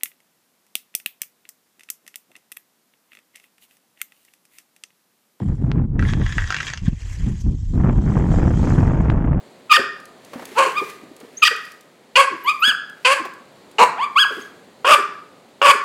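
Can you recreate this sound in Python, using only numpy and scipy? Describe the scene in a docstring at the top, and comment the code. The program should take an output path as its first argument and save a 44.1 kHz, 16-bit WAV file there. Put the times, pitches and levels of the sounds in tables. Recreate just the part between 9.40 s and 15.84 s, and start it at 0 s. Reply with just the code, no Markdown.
"""In a garden swimming pool a puppy barks, yelps and screams at close range over a low wash of air.
Voice: pulsing vocal folds and turbulent breath, shaped by throat and mouth resonances.
Small falling grunts and thin nasal whines are gliding tones with one overtone.
Water: rings and noise bursts for plunging legs, ticks for drops, gushes off the coat. One more such
ring is the thump of the microphone overloaded by a bark; its stage also rounds off the peaks.
The yard answers with early reflections and a diffuse tail."""
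import sys
import numpy as np
from scipy import signal
from scipy.fft import rfft, irfft, next_fast_len
from scipy.io import wavfile
from scipy.ndimage import uniform_filter1d, map_coordinates

SR = 44100
rng = np.random.default_rng(int(sys.argv[2]) if len(sys.argv) > 2 else 0)


def int16_out(signal):
    """Quantize to a 16-bit WAV file."""
    q = np.round(np.clip(np.atleast_2d(signal).T, -1, 1) * 32767)
    wavfile.write(sys.argv[1], SR, q.astype(np.int16))


N = 284004  # length in samples

# Spectral shape of the garden wash: f/Hz, relative density/dB per Hz
AIR_SPECTRUM = [(18, -70.5), (30, -40.5), (90, -16.5), (170, -5.5), (280, -4.5), (328, -10), (355, -4),
                (540, -5.5), (1460, -18.5), (1590, -18.5), (2680, -23.5), (4420, -21.5), (5450, -33.5),
                (7270, -28), (16000, -46.5)]
# Mean level of the garden wash: t/s, level/dB
AIR_LEVEL_CURVE = [(0, -46.5), (.3, -49), (1.3, -46.5), (2.5, -53), (4.4, -47.5), (6.3, -51)]

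# Gushes of water off the coat: peak t/s, build-up/s, relative level/dB
COAT_GUSHES = [(1.25, 0.45, -52), (1.499, 0.36, -49), (2.28, 0.59, -58.5), (3.15, 0.27, -57),
               (3.75, 0.23, -60.5), (5.0, 0.31, -53)]
# Colour of the trickling water: f/Hz, gain/dB
TRICKLE_COLOUR = [(300, -10), (900, -17), (2000, 12), (4500, 0.5), (7000, -1.5), (12000, -4.5),
                  (16000, -11.5)]
# The largest drops falling back: t/s, relative level/dB
FALLING_DROPS = [(0.601, -46), (0.655, -41), (0.848, -39.5), (1.054, -30), (1.5006, -38), (1.7651, -43.5),
                 (1.802, -40), (2.163, -37.5), (2.2528, -42), (2.3189, -41.5), (2.4088, -42), (3.4974, -43),
                 (3.9372, -44), (4.3136, -45)]
# Legs plunging in; the one at 4.414 s is the thump of the microphone overloaded by a bark:
# t/s, level/dB, initial ring f/Hz, noise level relative to the ring/dB
PLOPS_AND_THUMP = [(0.932, -29.5, 510, 1), (.957, -16, 243, -21), (.978, -27, 222, -11),
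                   (0.993, -27, 518, -6.5), (1.021, -24, 330, -8.5), (1.116, -23.5, 380, -18),
                   (1.634, -23.5, 281, -24.5), (1.714, -24.5, 292, -31.5), (1.808, -29, 410, -11.5),
                   (1.831, -25.5, 265, -19.5), (1.846, -25.5, 430, -24), (3.277, -20, 230, -10),
                   (3.85, -23, 340, -3.5), (4.005, -35, 220, -18), (4.414, -13.5, 198.6, -11)]
DRAIN_S, DRIBBLE_DB = 0.047, -69.5  # time constant of draining; relative level of the steady dribble

# Screams: t/s, attack/s, time to the break/s, arch length/s, low f/Hz, top f/Hz, low-note level/dB,
# arch level/dB, low-note brightness/dB, arch brightness/dB, roughness/0-1
SCREAM_CALLS = [ (.295, 0.036, .035, .044, 1202, 1884, -2, -8.5, -4.5, -4.5, 0.24),
                (2.019, 0.013, .024, .043, 1215, 1943, -5, -9, 1.5, 1.5, 0.27), ]
SCREAM_ONSET_DB, SCREAM_RELEASE_DB, SCREAM_RELEASE_S = 27.5, 11.5, .004
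SCREAM_OVERSHOOT, SCREAM_SETTLE_S = .13, .008  # the low note starts sharp by this share and settles
BREAK_HZ, LANDING_HZ, SCREAM_CREST = 1677, 1033, .42  # arch: first and last f, share of length at its top
BREAK_BRIGHT_DB, BREAK_ROUGH, BREAK_S = 5.5, 0.75, 0.0069  # the break is briefly shrill and torn
BREAK_GAP_DB = 7  # the voice briefly drops at the break
ARCH_CLEARING = 0.25  # share of the roughness shed after the break

# Grunts of the slackening folds: t/s, length/s, first f/Hz, last f/Hz, level/dB
FALLING_GRUNTS = [(.368, 0.054, 559, 337, -23), (1.248, 0.043, 525, 310, -25), (1.41, 0.03, 443, 380, -25),
                  (2.108, 0.027, 477, 386, -28.5), (2.895, 0.075, 414, 277, -33.5),
                  (3.795, 0.037, 359, 262, -31.5), (4.90, 0.04, 508, 400, -32),
                  (4.965, 0.039, 471, 288, -32.5), (5.575, 0.039, 487, 372, -27),
                  (6.338, 0.029, 475.6, 335, -28)]

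# Barks: t/s, attack/s, time to the push/s, fade/s, first f/Hz, top f/Hz, opening level/dB, push level/dB,
# opening brightness/dB, settled brightness/dB, opening roughness/0-1, push roughness/0-1
BARK_CALLS = [ (1.152, 0.027, 0.05, .130, 422, 528, -17, -9, -4.5, -3.5, 0.1, 0.5),
              (2.754, 0.0034, .054, 0.046, 495, 551.7, -10, -5.5, 24.5, 1.5, .3, .1),
              (3.646, .005, 0.084, .080, 506.3, 544.4, -8, -14, 16, 2, .15, .25),
              (4.382, .004, .052, 0.029, 426.5, 489.3, -12.5, -5.5, 9.5, -11, 0.56, 0.6),
              (5.444, .003, .101, 0.021, 510.6, 605, -16, -4, -6.5, 0.5, 0.9, 0.44),
              (6.214, .003, 0.1, 0.012, 541.2, 565, -13.5, -4, -10.5, 3, 0.87, .25), ]
# Throat and mouth in a bark of average pitch: f/Hz, gain/dB
BARK_TRACT = [(150, -36), (330, -8), (500, -4.5), (750, -1), (1050, 4.5), (1300, 3.5), (1650, -5.5),
              (2100, -11.5), (2600, -8), (3250, -9), (3900, -20.5), (4800, -10.5), (5700, -20),
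              (8000, -11.5)]
BARK_ONSET_DB, BARK_FADE_DB = 26, 25.5  # climbed during the attack, lost during the fade
BARK_CREST, BARK_SAG = .82, 0.2  # share of the push time at top pitch; share of top pitch lost by the end
JAW_SETTLE = 0.37  # share of the push time in which the brightness settles
FRAY = 0.46  # roughness gained as the bark fades
QUIVER_RATE = 80.6  # random knots per second in the unsteadiness of a bark
QUIVER_PITCH, QUIVER_DB, QUIVER_BRIGHT_DB = .012, 0.65, 2.5  # share of pitch, level, brightness

# Yelps: t/s, attack/s, rise/s, fall/s, first f/Hz, top f/Hz, last f/Hz, level/dB, brightness at the top/dB,
# roughness at the top/0-1
YELP_CALLS = [ (1.340, 0.044, .040, .030, 1004, 1225, 1008, -14.5, 3, 0.01),
              (3.044, 0.039, 0.065, 0.015, 969, 1253, 1055, -12.5, 3.5, .07),
              (3.213, 0.013, 0.054, .058, 1219, 1690, 1087, -11.5, 1, 0.04),
              (4.550, 0.063, 0.094, 0.025, 588.4, 1177, 980, -18.5, -4, 0.13),
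              (4.754, 0.01, .054, .046, 1044, 1675, 781, -10, 2.5, 0), ]
# Throat and mouth in a yelp or scream: f/Hz, gain/dB
YELP_TRACT = [(300, -39.5), (700, -11.5), (1050, 5.5), (1280, 1.5), (1650, -5.5), (2000, -1), (2500, 8.5),
              (3300, 6.5), (3850, -8.5), (4800, 3), (5500, -19.5), (6500, -4.5), (8000, -3)]
YELP_ONSET_DB, YELP_RELEASE_DB, YELP_RELEASE_S = 23, 14, 0.027
YELP_STRAIN = 3.5  # roughness grows with this power of the pitch
YELP_OPENING_DB = 12  # brightness gained per octave of pitch

# Thin nasal whines: t/s, length/s, first f/Hz, last f/Hz, level/dB
NASAL_WHINES = [(1.968, 0.023, 5970, 6920, -30.5), (3.034, 0.021, 12600, 12100, -40.5),
                (3.195, 0.026, 14000, 13000, -42), (5.015, 0.014, 6500, 6400, -42)]

# Colour of air tearing past the folds: f/Hz, gain/dB
BREATH_COLOUR = [(300, -7), (800, -11), (1500, -7.5), (3000, 4), (5000, -4), (8500, -11), (11000, -19),
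                 (16000, -26)]
FALL_POWER = 3.1  # every arch lingers at its top, then plunges
MOUTH_HZ, DETUNE_DB = 1512, 11  # above the mouth's resonance a high call weakens, dB per octave

# Decay of the yard's diffuse tail: f/Hz, t60/s
YARD_DECAY = [(150, 1), (500, 0.28), (1200, 0.57), (2500, 0.5), (5000, 0.52), (9000, 0.27), (15000, 0.2)]
# Colour of that tail: f/Hz, gain/dB
YARD_TAIL_COLOUR = [(200, -2.5), (600, -2), (1200, -2.5), (1800, 4), (2800, -10.5), (5000, -6),
                    (14000, 2.5)]
TOP_HZ = 15900  # band limit of the microphone; the folds' partials stop here too


def amp(db):
    """Level in decibels expressed as an amplitude ratio."""
    return 10 ** (np.asarray(db) / 20)


def unit(x):
    """Normalization to an rms of 1."""
    return x / np.sqrt(np.mean(x ** 2) + 1e-20)


def along(points, hz):
    """Interpolation of (f/Hz, value) points on a logarithmic frequency axis."""
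    f, v = np.transpose(points)
    return np.interp(np.log(hz + 1), np.log(f + 1), v)


def curve(rows):
    """Linear interpolation of (t/s, value) points at every sample."""
    return np.interp(np.arange(N) / SR, *np.transpose(rows))


def wobble(rate, size):
    """Smooth random fluctuation: a spline through normal knots, rate of them per second."""
    knots = rng.standard_normal(int(size * rate / SR) + 4)
    return map_coordinates(knots, [np.arange(size) * rate / SR])


def filtered(x, response):
    """Linear filtering: the spectrum is multiplied by a function of frequency."""
    m = next_fast_len(len(x) + 4096)
    return irfft(rfft(x, m) * response(np.fft.rfftfreq(m, 1 / SR)), m)[:len(x)]


def coloured(x, points):
    """Minimum-phase filtering: folding the cepstrum makes a (f/Hz, gain/dB) shape causal."""
    def response(hz):
        cepstrum = irfft(np.log(amp(along(points, hz))))
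        half = len(cepstrum) // 2
        return np.exp(rfft(np.r_[cepstrum[0], 2 * cepstrum[1:half], np.zeros(half)]))
    return filtered(x, response)


def add(track, s, sound):
    """Superposition of a sound on the track from time s."""
    part = track[max(0, round(s * SR)):][:len(sound)]
    part += sound[:len(part)]


def ramp(t, length):
    """Linear rise from 0 to 1 over the given length, then held."""
    return np.clip(t / length, 0, 1)


def air():
    """Broadband noise: the low wash of the garden, its level slightly restless."""
    wash = unit(coloured(rng.standard_normal(N), AIR_SPECTRUM))
    return wash * amp(curve(AIR_LEVEL_CURVE) + .7 * wobble(1.6, N))


def runoff():
    """Exponential draining: gushes build up linearly and decay, over a steady dribble."""
    t = np.arange(N) / SR
    strength = amp(DRIBBLE_DB)
    for s, build, db in COAT_GUSHES:
        draining = np.exp(-np.maximum(t - s, 0) / DRAIN_S)
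        strength = strength + amp(db) * ramp(t - s + build, build) * draining
    return strength


def trickle():
    """Superposed impacts: many tiny ones of very unequal size blend with a continuous hiss."""
    patter = (rng.random(N) < 2500 / SR) * rng.standard_normal(N) * amp(2.2 * wobble(49, N))
    flow = unit(unit(patter) + 0.97 * rng.standard_normal(N))
    return coloured(flow * amp(6.5) * runoff(), TRICKLE_COLOUR)


def drops():
    """Impact noise: each drop ticks on the surface as a rapidly decaying burst."""
    t = np.arange(SR // 8) / SR
    ticks = np.zeros(N)
    for s, db in FALLING_DROPS:
        add(ticks, s, amp(db + 9.0 - 60 * t / 0.025) * rng.standard_normal(len(t)))
    return coloured(ticks, [(500, -21), (3000, -7.5), (7000, -6.0), (12000, -9), (16000, -18.5)])


def plops_and_thump():
    """Damped resonance: collapsing cavities ring upward amid spray; the overload thump has the same form."""
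    rings, bursts = np.zeros(N), np.zeros(N)
    t = np.arange(SR // 8) / SR
    swell = 1 - np.exp(-t / .003)
    for s, db, hz, noise_db in PLOPS_AND_THUMP:
        ring = np.sin(2 * np.pi * hz * t * (1 + 3 * t)) * amp(-60 * t / 0.038) * swell
        add(rings, s, amp(db) * ring)
        envelope = amp(db + noise_db - 60 * t / 0.063) * swell
        add(bursts, s, envelope * rng.standard_normal(len(t)))
    slaps = coloured(bursts, [(100, -14.0), (500, 19.5), (2000, 8), (3500, -1.5), (15000, -15.0)])
    return rings + slaps


def resonance(x, hz, width_hz):
    """Resonant filtering by heterodyne: a one-pole filter follows a moving centre frequency."""
    turn = np.exp(2j * np.pi * np.cumsum(hz) / SR)
    pole = np.exp(-np.pi * width_hz / SR)
    return 2 * np.real(turn * signal.lfilter([1 - pole], [1, -pole], x / turn))


def breath(phase):
    """Turbulence: puffs of noise follow the fold cycle, and the air jet half whistles."""
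    size = len(phase)
    puffs = (1 + .4 * np.cos(phase)) * amp(2.5 * wobble(350, size))
    turbulence = unit(coloured(rng.standard_normal(size) * puffs, BREATH_COLOUR))
    jet_hz = 7500 * np.exp(.18 * wobble(70, size))  # a restless pitch
    return unit(turbulence + 2 * resonance(turbulence, jet_hz, width_hz=350))


def folds(pitch, rough, corner_hz, wander, rasp, slope_db, odd=1):
    """Quasi-periodic vibration: fold pulses as harmonic sums with irregular cycles, plus breath."""
    size = len(pitch)
    drift = 1 + wander * (rough + 0.53) * wobble(208.7, size)
    phase = 2 * np.pi * np.cumsum(pitch * drift) / SR
    # early or late closures tear the upper partials and spare the lowest
    phase = phase + .36 * np.sqrt(rough) * wobble(620, size)
    k = np.arange(1, 21)[:, None]  # harmonic number
    weights = amp(slope_db * np.log2(k)) / (1 + (k * pitch / corner_hz) ** 2)
    weights = weights * np.where(k % 2, odd, 1)
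    pulses = -unit(np.sum((k * pitch < TOP_HZ) * weights * np.cos(k * phase), axis=0))
    return pulses * (1 - .8 * rough) + rasp * (rough + .1) * breath(phase)


def mouth(voice, t, db, bright_db):
    """Radiation: a wide mouth favours the middle resonances; effort sets the level."""
    bright_hz, upper_hz = 1750, 6300  # lower and upper limits of the middle band
    edge, top_rise = 0.0011, .012  # end fades and build-up of the top, s

    def middle_band(hz):
        return (1 - 1 / (1 + (hz / bright_hz) ** 8)) / (1 + (hz / upper_hz) ** 8)

    middle = filtered(voice, middle_band)
    top = filtered(voice, lambda hz: 1 - 1 / (1 + (hz / upper_hz) ** 8))
    # closing muffles the very top too, but opening adds less there; the top builds up last
    top_gain = amp(np.minimum(bright_db, 0.69 * bright_db)) * (1 - np.exp(-t / top_rise))
    voice = voice + (amp(bright_db) - 1) * middle + (top_gain - 1) * top
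    # a running rms evens out the voice before the level contour is imposed
    voice = voice / np.sqrt(np.abs(uniform_filter1d(voice ** 2, size=400)) + 1e-12)
    return voice * np.clip(np.minimum(t, t[-1] - t) / edge, 0, 1) * amp(db)


def arch(t, rise, fall, first_hz, top_hz, last_hz):
    """Pitch contour of varying fold tension: a smooth climb, then an ever steeper drop."""
    climb = np.sin(np.pi / 2 * ramp(t, rise)) ** 2
    drop = ramp(t - rise, fall) ** FALL_POWER
    return first_hz + (top_hz - first_hz) * climb + (last_hz - top_hz) * drop


def detuned(pitch):
    """Resonance mismatch: level lost by a pitch above the mouth's resonance, dB."""
    return DETUNE_DB * np.maximum(np.log2(pitch / MOUTH_HZ), 0)


def high_register(t, pitch, db, bright_db, rough):
    """Clear fold vibration for yelps and screams, with sidebands by amplitude modulation."""
    # the folds snap shut harder in a louder call
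    corner_hz = 9000 * amp(0.39 * (db + 11))
    # strain makes the overtones stronger, dB per octave
    slope_db = -8 + 11 * np.minimum(rough, .45)
    source = folds(pitch, rough, corner_hz=corner_hz, wander=0.017, rasp=0.75, slope_db=slope_db)
    # a slower vibration of the folds beats against a rough call
    beat_hz = 615 * (1 + 0.054 * wobble(300, len(t)))
    slow = np.cos(2 * np.pi * np.cumsum(beat_hz) / SR)
    voice = coloured(source * (1 + .9 * rough * slow), YELP_TRACT)
    # at the very highest pitches the stretched mouth rings with a shrill upper resonance
    shrill_hz = np.full(len(t), 5350)
    stretched = uniform_filter1d(1. * (pitch > 1720), size=600)
    ringing = resonance(resonance(voice, shrill_hz, width_hz=1600), shrill_hz, width_hz=1600)
    voice = voice + 4.7 * stretched * ringing
    return mouth(voice, t, db + 3 * rough * wobble(200, len(t)), bright_db)


def scream(attack, hold, length, low_hz, top_hz, low_db, arch_db, low_bright_db, arch_bright_db, rough):
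    """Register break: a low note swells until the voice jumps into a higher arch."""
    t = np.arange(0, hold + length, 1 / SR)
    since = np.maximum(t - hold, 0)
    broken = ramp(t - hold + .002, .004)
    jolt = broken * np.exp(-since / BREAK_S)
    low = low_hz * (1 + SCREAM_OVERSHOOT * np.exp(-t / SCREAM_SETTLE_S))
    crest = SCREAM_CREST * length
    high = arch(since, crest, (1 - SCREAM_CREST) * length, BREAK_HZ, top_hz, LANDING_HZ)
    pitch = low + broken * (high - low)
    db = low_db + broken * (arch_db - low_db - detuned(high)) - BREAK_GAP_DB * jolt
    db = db - SCREAM_ONSET_DB * (1 - ramp(t, attack)) ** 1.97
    db = db - SCREAM_RELEASE_DB * (1 - ramp(t[-1] - t, SCREAM_RELEASE_S))
    bright = low_bright_db + broken * (arch_bright_db - low_bright_db) + BREAK_BRIGHT_DB * jolt
    rough = rough * (1 - ARCH_CLEARING * broken) + BREAK_ROUGH * jolt
    return high_register(t, pitch, db, bright, np.clip(rough, 0, 1))


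def glides(table, jitter, overtone_db):
    """Frequency gliding: soft closed-mouth tones, grunts or whines, swell and slide in pitch."""
    out = np.zeros(N)
    for s, length, first_hz, last_hz, db in table:
        size = int(length * SR)
        pitch = np.linspace(first_hz, last_hz, size) * (1 + jitter * wobble(350, size))
        phase = 2 * np.pi * np.cumsum(pitch) / SR
        tone = unit(np.sin(phase) + amp(overtone_db) * np.sin(2 * phase))
        add(out, s, amp(db) * tone * np.sin(np.linspace(0, np.pi, size)))
    return out


def low_register(t, pitch, db, bright_db, rough):
    """Hoarse fold vibration for barks, through resonances that move with larynx and jaw."""
    # pushed hard, the folds lock an octave up and the odd partials fade
    odd = np.clip((-4 - db) / 5, .15, 1)
    source = folds(pitch, rough, corner_hz=6400, wander=0.033, rasp=.7, slope_db=-1.0, odd=odd)
    # the larynx drops for a deeper bark and takes the resonances down with it
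    stretch = (np.mean(pitch) / 545) ** 0.87
    voice = coloured(source, [(hz * stretch, level) for hz, level in BARK_TRACT])
    # the upper resonance sinks as the jaw settles
    open_hz, settled_hz, settle_s = 2900, 2450, 0.015
    upper_hz = settled_hz + (open_hz - settled_hz) * np.exp(-t / settle_s)
    upper_hz = upper_hz * np.exp(0.034 * wobble(QUIVER_RATE, len(t)))
    voice = voice + 1.6 * resonance(voice, upper_hz, width_hz=370)
    return mouth(voice, t, db + 2 * rough * wobble(220, len(t)), bright_db)


def bark(attack, push, fade, first_hz, top_hz, open_db, push_db, open_bright_db, bright_db,
         open_rough, push_rough):
    """Rising effort: the voice builds to a push while the jaw settles, then fades and frays."""
    t = np.arange(0, push + fade, 1 / SR)
    effort, fading = ramp(t, push), ramp(t - push, fade)
    crest = BARK_CREST * push
    pitch = arch(t, crest, t[-1] - crest, first_hz, top_hz, top_hz * (1 - BARK_SAG))
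    db = open_db + (push_db - open_db) * effort
    db = db - BARK_ONSET_DB * (1 - ramp(t, attack)) - BARK_FADE_DB * fading
    unsettled = np.exp(-(t / (JAW_SETTLE * push)) ** 1.7)
    bright = bright_db + (open_bright_db - bright_db) * unsettled
    rough = open_rough + (push_rough - open_rough) * effort + FRAY * fading
    pitch = pitch * (1 + QUIVER_PITCH * wobble(QUIVER_RATE, len(t)))
    db = db + QUIVER_DB * wobble(QUIVER_RATE, len(t))
    bright = bright + QUIVER_BRIGHT_DB * wobble(QUIVER_RATE, len(t))
    return low_register(t, pitch, db, bright, np.clip(rough, 0, 1))


def yelp(attack, rise, fall, first_hz, top_hz, last_hz, db, bright_db, rough):
    """Fold tension: under one arch of pitch, higher means brighter and more strained."""
    t = np.arange(0, rise + fall, 1 / SR)
    pitch = arch(t, rise, fall, first_hz, top_hz, last_hz)
    level = db - detuned(pitch) - YELP_ONSET_DB * (1 - ramp(t, attack))
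    level = level - YELP_RELEASE_DB * (1 - ramp(t[-1] - t, YELP_RELEASE_S))
    height = pitch / top_hz
    bright = bright_db + YELP_OPENING_DB * np.log2(height)
    return high_register(t, pitch, level, bright, np.clip(rough * height ** YELP_STRAIN, 0, 1))


def puppy():
    """Source and filter: screams and yelps use the high register, barks the low one."""
    out = np.zeros(N)
    for table, call in [(SCREAM_CALLS, scream), (BARK_CALLS, bark), (YELP_CALLS, yelp)]:
        for s, *settings in table:
            add(out, s, call(*settings))
    grunts = glides(FALLING_GRUNTS, jitter=0.18, overtone_db=-16.5)
    whines = glides(NASAL_WHINES, jitter=0.0074, overtone_db=-37)
    return out + grunts + whines


def yard(x):
    """Reverberation: pool edge and deck reflect early; walls and fences add a diffuse tail."""
    delay, early_db, tail_db = 0.015, -17.5, -9.5  # build-up of the tail in s; levels
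    hz, t, z = signal.stft(rng.standard_normal(SR * 3 // 4), SR, nperseg=256)
    decay_db = -60 * t / along(YARD_DECAY, hz)[:, None]
    shape = amp(along(YARD_TAIL_COLOUR, hz)[:, None] + decay_db)
    tail = signal.istft(z * shape, SR, nperseg=256)[1]
    age = np.arange(len(tail)) / SR
    tail = tail * (1 - np.exp(-(age / delay) ** 2))
    early = rng.standard_normal(len(tail)) * amp(-60 * age / 0.062) * (age > .002)
    response = amp(tail_db) * tail / np.linalg.norm(tail)
    response = response + amp(early_db) * early / np.linalg.norm(early)
    return signal.fftconvolve(x, response)[:N]


def scene():
    """Superposition of voice, water and thump, their echo from the yard, and the air."""
    near = puppy() + trickle() + drops() + plops_and_thump()
    return (near + yard(near) + air())[None]


def record(dry, low_hz=70):
    """Saturation and band limits: the microphone rounds off peaks, loses deep bass and the very top."""
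    x = dry[0] / (1 + np.abs(dry[0]) ** 7) ** (1 / 7)
    return filtered(x, lambda hz: (hz < TOP_HZ) * hz / np.hypot(hz, low_hz))[None]


dry = scene()
out = record(dry)
int16_out(out)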